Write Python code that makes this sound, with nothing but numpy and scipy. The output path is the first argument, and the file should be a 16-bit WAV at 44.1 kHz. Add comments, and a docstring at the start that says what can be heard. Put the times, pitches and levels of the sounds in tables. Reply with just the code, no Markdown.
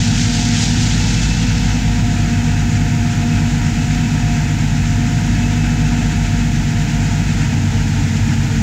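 """A forage harvester chopping maize

The machine chops standing maize under steady load. Its engine, belt drives and knife drum hum
over a dull rumble, all on one shared speed that sags a little at the end. Chopped crop rushes
through the steel spout, with a brighter spray while a thick patch goes through in the first
second and a half. High above, the turbocharger whistles in a faint hiss."""
import sys
import numpy as np
from scipy import signal
from scipy.fft import rfft, irfft, next_fast_len
from scipy.io import wavfile
from scipy.ndimage import uniform_filter1d, minimum_filter1d

SR = 44100
rng = np.random.default_rng(int(sys.argv[2]) if len(sys.argv) > 2 else 0)


def waveform_to_disk(signal):
    """Save audio, clipped to [-1, 1], as 16-bit WAV at the path in sys.argv[1]."""
    frames = np.transpose(np.atleast_2d(signal))
    scaled = np.clip(frames, -1, 1) * 32767
    samples = np.round(scaled).astype(np.int16)
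    wavfile.write(sys.argv[1], SR, samples)


N = 380141
TIME = np.arange(N) / SR


def from_db(db):
    """Turn decibels into a number to multiply by."""
    return 10 ** (np.asarray(db) / 20)


def rms_one(x):
    """Scale a signal so its average strength (rms) is 1."""
    return x / np.sqrt(np.mean(x ** 2) + 1e-20)


def in_time(rows):
    """Join (time, value) points with straight lines."""
    return np.interp(TIME, *np.transpose(rows))


def drift(rate):
    """A random wobble of size about 1, moving about `rate` times a second."""
    hz = np.fft.rfftfreq(4096, 1 / 400)   # 400 points a second
    slow = irfft(rfft(rng.standard_normal(4096)) / (1 + (hz / rate) ** 2))
    return rms_one(np.interp(TIME * 400, np.arange(len(slow)), slow))


def shaped(sound, colour):
    """Give a sound a colour: a table of how strong its frequencies are next to each other; rms 1."""
    size = next_fast_len(N)
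    hz, db = np.transpose(colour)
    bins = np.maximum(np.fft.rfftfreq(size, 1 / SR), 1)
    gain = from_db(np.interp(np.log(bins), np.log(hz), db))
    return rms_one(irfft(rfft(sound, size) * gain, size)[:N])


def noise(colour):
    """Steady noise with a given colour."""
    return shaped(rng.standard_normal(N), colour)


def tone(cycles, level_db, waver_db, slip, rate):
    """One note of a spinning part; uneven load shakes its level and its timing (slip, in radians)."""
    phase = 2 * np.pi * (cycles + rng.random()) + slip * drift(rate)
    return np.sqrt(2) * from_db(level_db + waver_db * drift(rate)) * np.sin(phase)


def breathy(cycles, width_hz):
    """A breathy note: a narrow band of noise around a moving pitch."""
    phase = 2 * np.pi * cycles
    return drift(width_hz) * np.sin(phase) + drift(width_hz) * np.cos(phase)


def swells(rows):
    """Rounded rises and falls of level, in dB."""
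    return sum(db * np.exp(-(2 * (TIME - peak_s) / length_s) ** 2) for peak_s, length_s, db in rows)


# Colour of the rumble: f/Hz, level/dB
RUMBLE_COLOUR = [(10, -25), (20, -21), (32, -12), (48, 1), (62, -1.5), (80, -2.5), (105, 1.5), (150, -2.5),
                 (210, -1), (265, -2.5), (290, -7.5), (315, -13.5), (340, -21.5), (380, -34), (600, -52)]

def rumble():
    """A dull, steady noise lies under the whole machine."""
    return from_db(-21) * noise(RUMBLE_COLOUR)


# Colour of the shaking panels: f/Hz, level/dB
PANEL_COLOUR = [(280, -40), (365, -10), (420, -2.5), (485, -1.5), (540, -11.5), (595, -12), (645, -2),
                (680, -6.5), (730, -2.5), (860, 0.5), (960, -2.5), (1010, -7.5), (1110, -21), (1500, -48)]

def housing():
    """The chopping shakes the panels around the drum."""
    return from_db(-36 + 0.85 * drift(4.9)) * noise(PANEL_COLOUR)


# Engine notes: multiple of the lowest pitch, level/dB, gain per extra drum turn a second/dB,
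# gain in thick crop/dB
ENGINE_NOTES = [(1, -22.5, 6.5, -1.5), (2, -22, 0, -1.5), (3, -24.5, 1.5, -10.5), (4, -36.5, 7, 6.5),
                (6, -40, -1, -5), (8, -53, -1, 0)]

def engine(turns, extra_speed, thick):
    """The diesel drones low; its colour shifts with speed and load."""
    cycles = 2.526 * turns   # geared to the drum
    return sum(tone(round(k) * cycles, db + speed_db * extra_speed + load_db * thick,
                    waver_db=1.7, slip=0.039, rate=1.4)
               for k, db, speed_db, load_db in ENGINE_NOTES)


# Belt-driven shafts: cycles per drum turn, level/dB
SHAFT_NOTES = [(2.26, -37), (2.81, -37), (3.36, -40), (5.9, -32.5), (6.82, -29.5), (8.43, -34.5),
               (9.1, -39), (16.32, -41.5), (32.63, -57), (43.67, -55), (65.61, -57)]

def drives(turns, extra_speed, thick, paddles=8):
    """Shafts hum, feed rollers strain in thick crop, and the blower grows louder with speed."""
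    shafts = sum(tone(ratio * turns, db, waver_db=3.0, slip=0.22, rate=1.35)
                 for ratio, db in SHAFT_NOTES)
    rollers = tone(5.62 * turns, -29 + 5.5 * thick, waver_db=-1.3, slip=0.13, rate=2.1)
    blower = tone(paddles * turns, -24 + 2.5 * extra_speed, waver_db=0.4, slip=0.12, rate=5.7)
    return shafts + rollers + blower


# Moments when the gear whine swells: t/s, length/s, boost/dB
GEAR_SWELLS = [(1.34, 0.26, 5.5), (3.35, 0.38, 5.5), (5.75, 0.68, 3.5)]

def gears(turns, extra_speed, teeth=131):
    """Gear teeth meet in a whine that grows louder with speed."""
    level_db = -43 + 7 * extra_speed + swells(GEAR_SWELLS)
    return from_db(level_db) * breathy(teeth * turns, width_hz=13.4)


# Loudness of the knife hum: t/s, level/dB
KNIFE_LEVELS = [(0, -21.5), (0.7, -22.5), (1.25, -28.4), (1.8, -25.5), (3.2, -23), (4.7, -26.5),
                (5.65, -21.5), (6.6, -27.1), (8.62, -23.5)]
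# Higher knife notes: multiple of the hum's pitch, level/dB, loss far from working speed/dB,
# gain in thick crop/dB
KNIFE_NOTES = [(2, -46.5, 1, 4.5), (3, -36.5, 14, -1.5), (4, -51, -5, -9)]

def knives(turns, extra_speed, thick, blades=12):
    """Each knife cuts a slice, making a hum whose higher notes ring the housing at working speed."""
    cuts = blades * turns
    hum = tone(cuts, in_time(KNIFE_LEVELS), waver_db=1.1, slip=0.056, rate=6.2)
    off_speed = extra_speed ** 2 / (extra_speed ** 2 + 0.4 ** 2)   # one half at 0.4 turns a second off
    return hum + sum(tone(round(k) * cuts, db - loss_db * off_speed + load_db * thick,
                          waver_db=1.85, slip=0.25, rate=9.5)
                     for k, db, loss_db, load_db in KNIFE_NOTES)


def chip_hits(colour, per_s, clump_db, clump_rate):
    """Countless chips hit the steel spout, arriving in clumps."""
    hits = (rng.random(N) < per_s / SR) * rng.standard_normal(N)
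    return shaped(hits, colour) * from_db(clump_db * drift(clump_rate))


# Colour of the crop rushing through the spout: f/Hz, level/dB
RUSH_COLOUR = [(900, -47), (1130, -14), (1280, -3.5), (1520, 0), (2000, -1), (2600, -3), (3200, -6.5),
               (4500, -9.5), (5800, -8), (7100, -6), (8000, -15.5), (9000, -27), (11000, -41), (16000, -60)]

def crop_rush(extra_speed):
    """The spout blows harder with speed, and its rush pulses as stalks are fed in."""
    feed_hz = 7.2 + 0.68 * drift(0.9)
    pulse = np.sin(2 * np.pi * np.cumsum(feed_hz) / SR)
    level_db = -29 + 0.5 * extra_speed + 0.31 * pulse
    return from_db(level_db) * chip_hits(RUSH_COLOUR, per_s=36000, clump_db=0.61, clump_rate=13)


# Colour of the spraying chips: f/Hz, level/dB
CHIP_COLOUR = [(1100, -30), (1500, -8), (2200, -7), (3000, -2.5), (4500, -2.5), (6000, -2), (7200, -3.5),
               (8000, -13), (8800, -17), (9300, -28.5), (10500, -33), (16000, -52)]
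# Wads of crop bursting from the spout: t/s, length/s, boost/dB
CROP_WADS = [(.22, .08, 2), (.36, 0.15, 1.5), (.62, 0.16, 3.5), (.82, .08, 2), (1.24, 0.065, 1.5)]

def crop_spray(thick, hold_s=1, fade_db_per_s=5.5):
    """Thick crop throws a bright spray that holds, then fades and dulls; each wad lifts it briefly."""
    fade_db = fade_db_per_s * np.maximum(TIME - hold_s, 0)
    change_db = swells(CROP_WADS) - fade_db + 10 * np.log10(thick + 1e-9)
    chips = chip_hits(CHIP_COLOUR, per_s=24000, clump_db=1.1, clump_rate=40)
    body = signal.sosfiltfilt(signal.butter(2, 5500, fs=SR, output="sos"), chips)
    treble = from_db(0.7 * change_db) * (chips - body)   # fast chips ring brighter
    return from_db(-26 + change_db) * (body + treble)


# Colour of the hiss that is the same in both ears: f/Hz, level/dB
HISS_MIDDLE = [(6000, -15), (9000, -2), (10500, 0), (11500, -2), (12300, 3.5), (13100, 2), (13900, -3),
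               (14800, -4), (15400, -2), (16000, -3)]
# Colour of the hiss that is opposite in the two ears: f/Hz, level/dB
HISS_SIDES = [(10500, -90), (11100, -28), (11800, -1), (12400, 2), (13500, -1.5), (14500, -2), (15400, 1),
              (16000, 0)]

def high_hiss():
    """A faint, very high hiss spreads wide between the ears."""
    middle = from_db(-54.8) * noise(HISS_MIDDLE)
    sides = from_db(-55) * noise(HISS_SIDES)
    return np.array([middle + sides, middle - sides])


def turbocharger(start_hz=10100, top_hz=10885, spin_up_s=1.15, top_db=-61, rise_db=19):
    """The turbocharger spins up, so its thin whistle climbs and grows louder."""
    still_to_go = np.exp(-TIME / spin_up_s)
    hz = top_hz + (start_hz - top_hz) * still_to_go
    return from_db(top_db - rise_db * still_to_go) * breathy(np.cumsum(hz) / SR, width_hz=70)


# How fast the knife drum spins: t/s, speed/(turns a second)
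DRUM_SPEED = [(0.0, 19.8), (0.25, 19.67), (1.05, 20.03), (1.4, 20.13), (2.2, 19.68), (2.6, 19.74),
              (3.45, 19.64), (4.05, 19.92), (4.6, 19.42), (5.3, 19.81), (5.6, 19.87), (6.4, 19.6),
              (7.3, 19.48), (7.7, 19.09), (8.62, 18.73)]

def scene(working_speed=19.74, thick_until_s=1.88, thinning_s=0.23):
    """Drum speed and crop thickness drive the machine, heard in the open air."""
    speed = in_time(DRUM_SPEED)
    turns = np.cumsum(speed) / SR   # drum turns so far
    extra_speed = speed - working_speed
    thick = 1 / (1 + np.exp((TIME - thick_until_s) / thinning_s))   # 1 in the thick patch, 0 after it
    machine = rumble() + housing() + engine(turns, extra_speed, thick)
    machine += drives(turns, extra_speed, thick) + gears(turns, extra_speed)
    chopping = knives(turns, extra_speed, thick) + crop_rush(extra_speed) + crop_spray(thick)
    return machine + chopping + high_hiss() + turbocharger()


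def limit_bass(x, ceiling=0.46, boost_db=0.8, window=700):
    """Lift the bass a little, but turn it down smoothly when the low notes pile up."""
    bass = signal.sosfiltfilt(signal.butter(4, 400, fs=SR, output="sos"), x)
    allowed = np.minimum(from_db(boost_db), ceiling / (np.abs(bass).max(axis=0) + 1e-9))
    gain = uniform_filter1d(minimum_filter1d(allowed, window), window)
    return x + (gain - 1) * bass


def record(dry, fade_in_s=0.004, cutoff_hz=15700):
    """Fade in quickly, hold the bass in check and cut off the highest treble."""
    fade_in = np.minimum(TIME / fade_in_s, 1)
    treble_cut = signal.ellip(12, 0.1, 90, cutoff_hz, fs=SR, output="sos")
    return signal.sosfilt(treble_cut, fade_in * limit_bass(dry))


dry = scene()
out = record(dry)
waveform_to_disk(out)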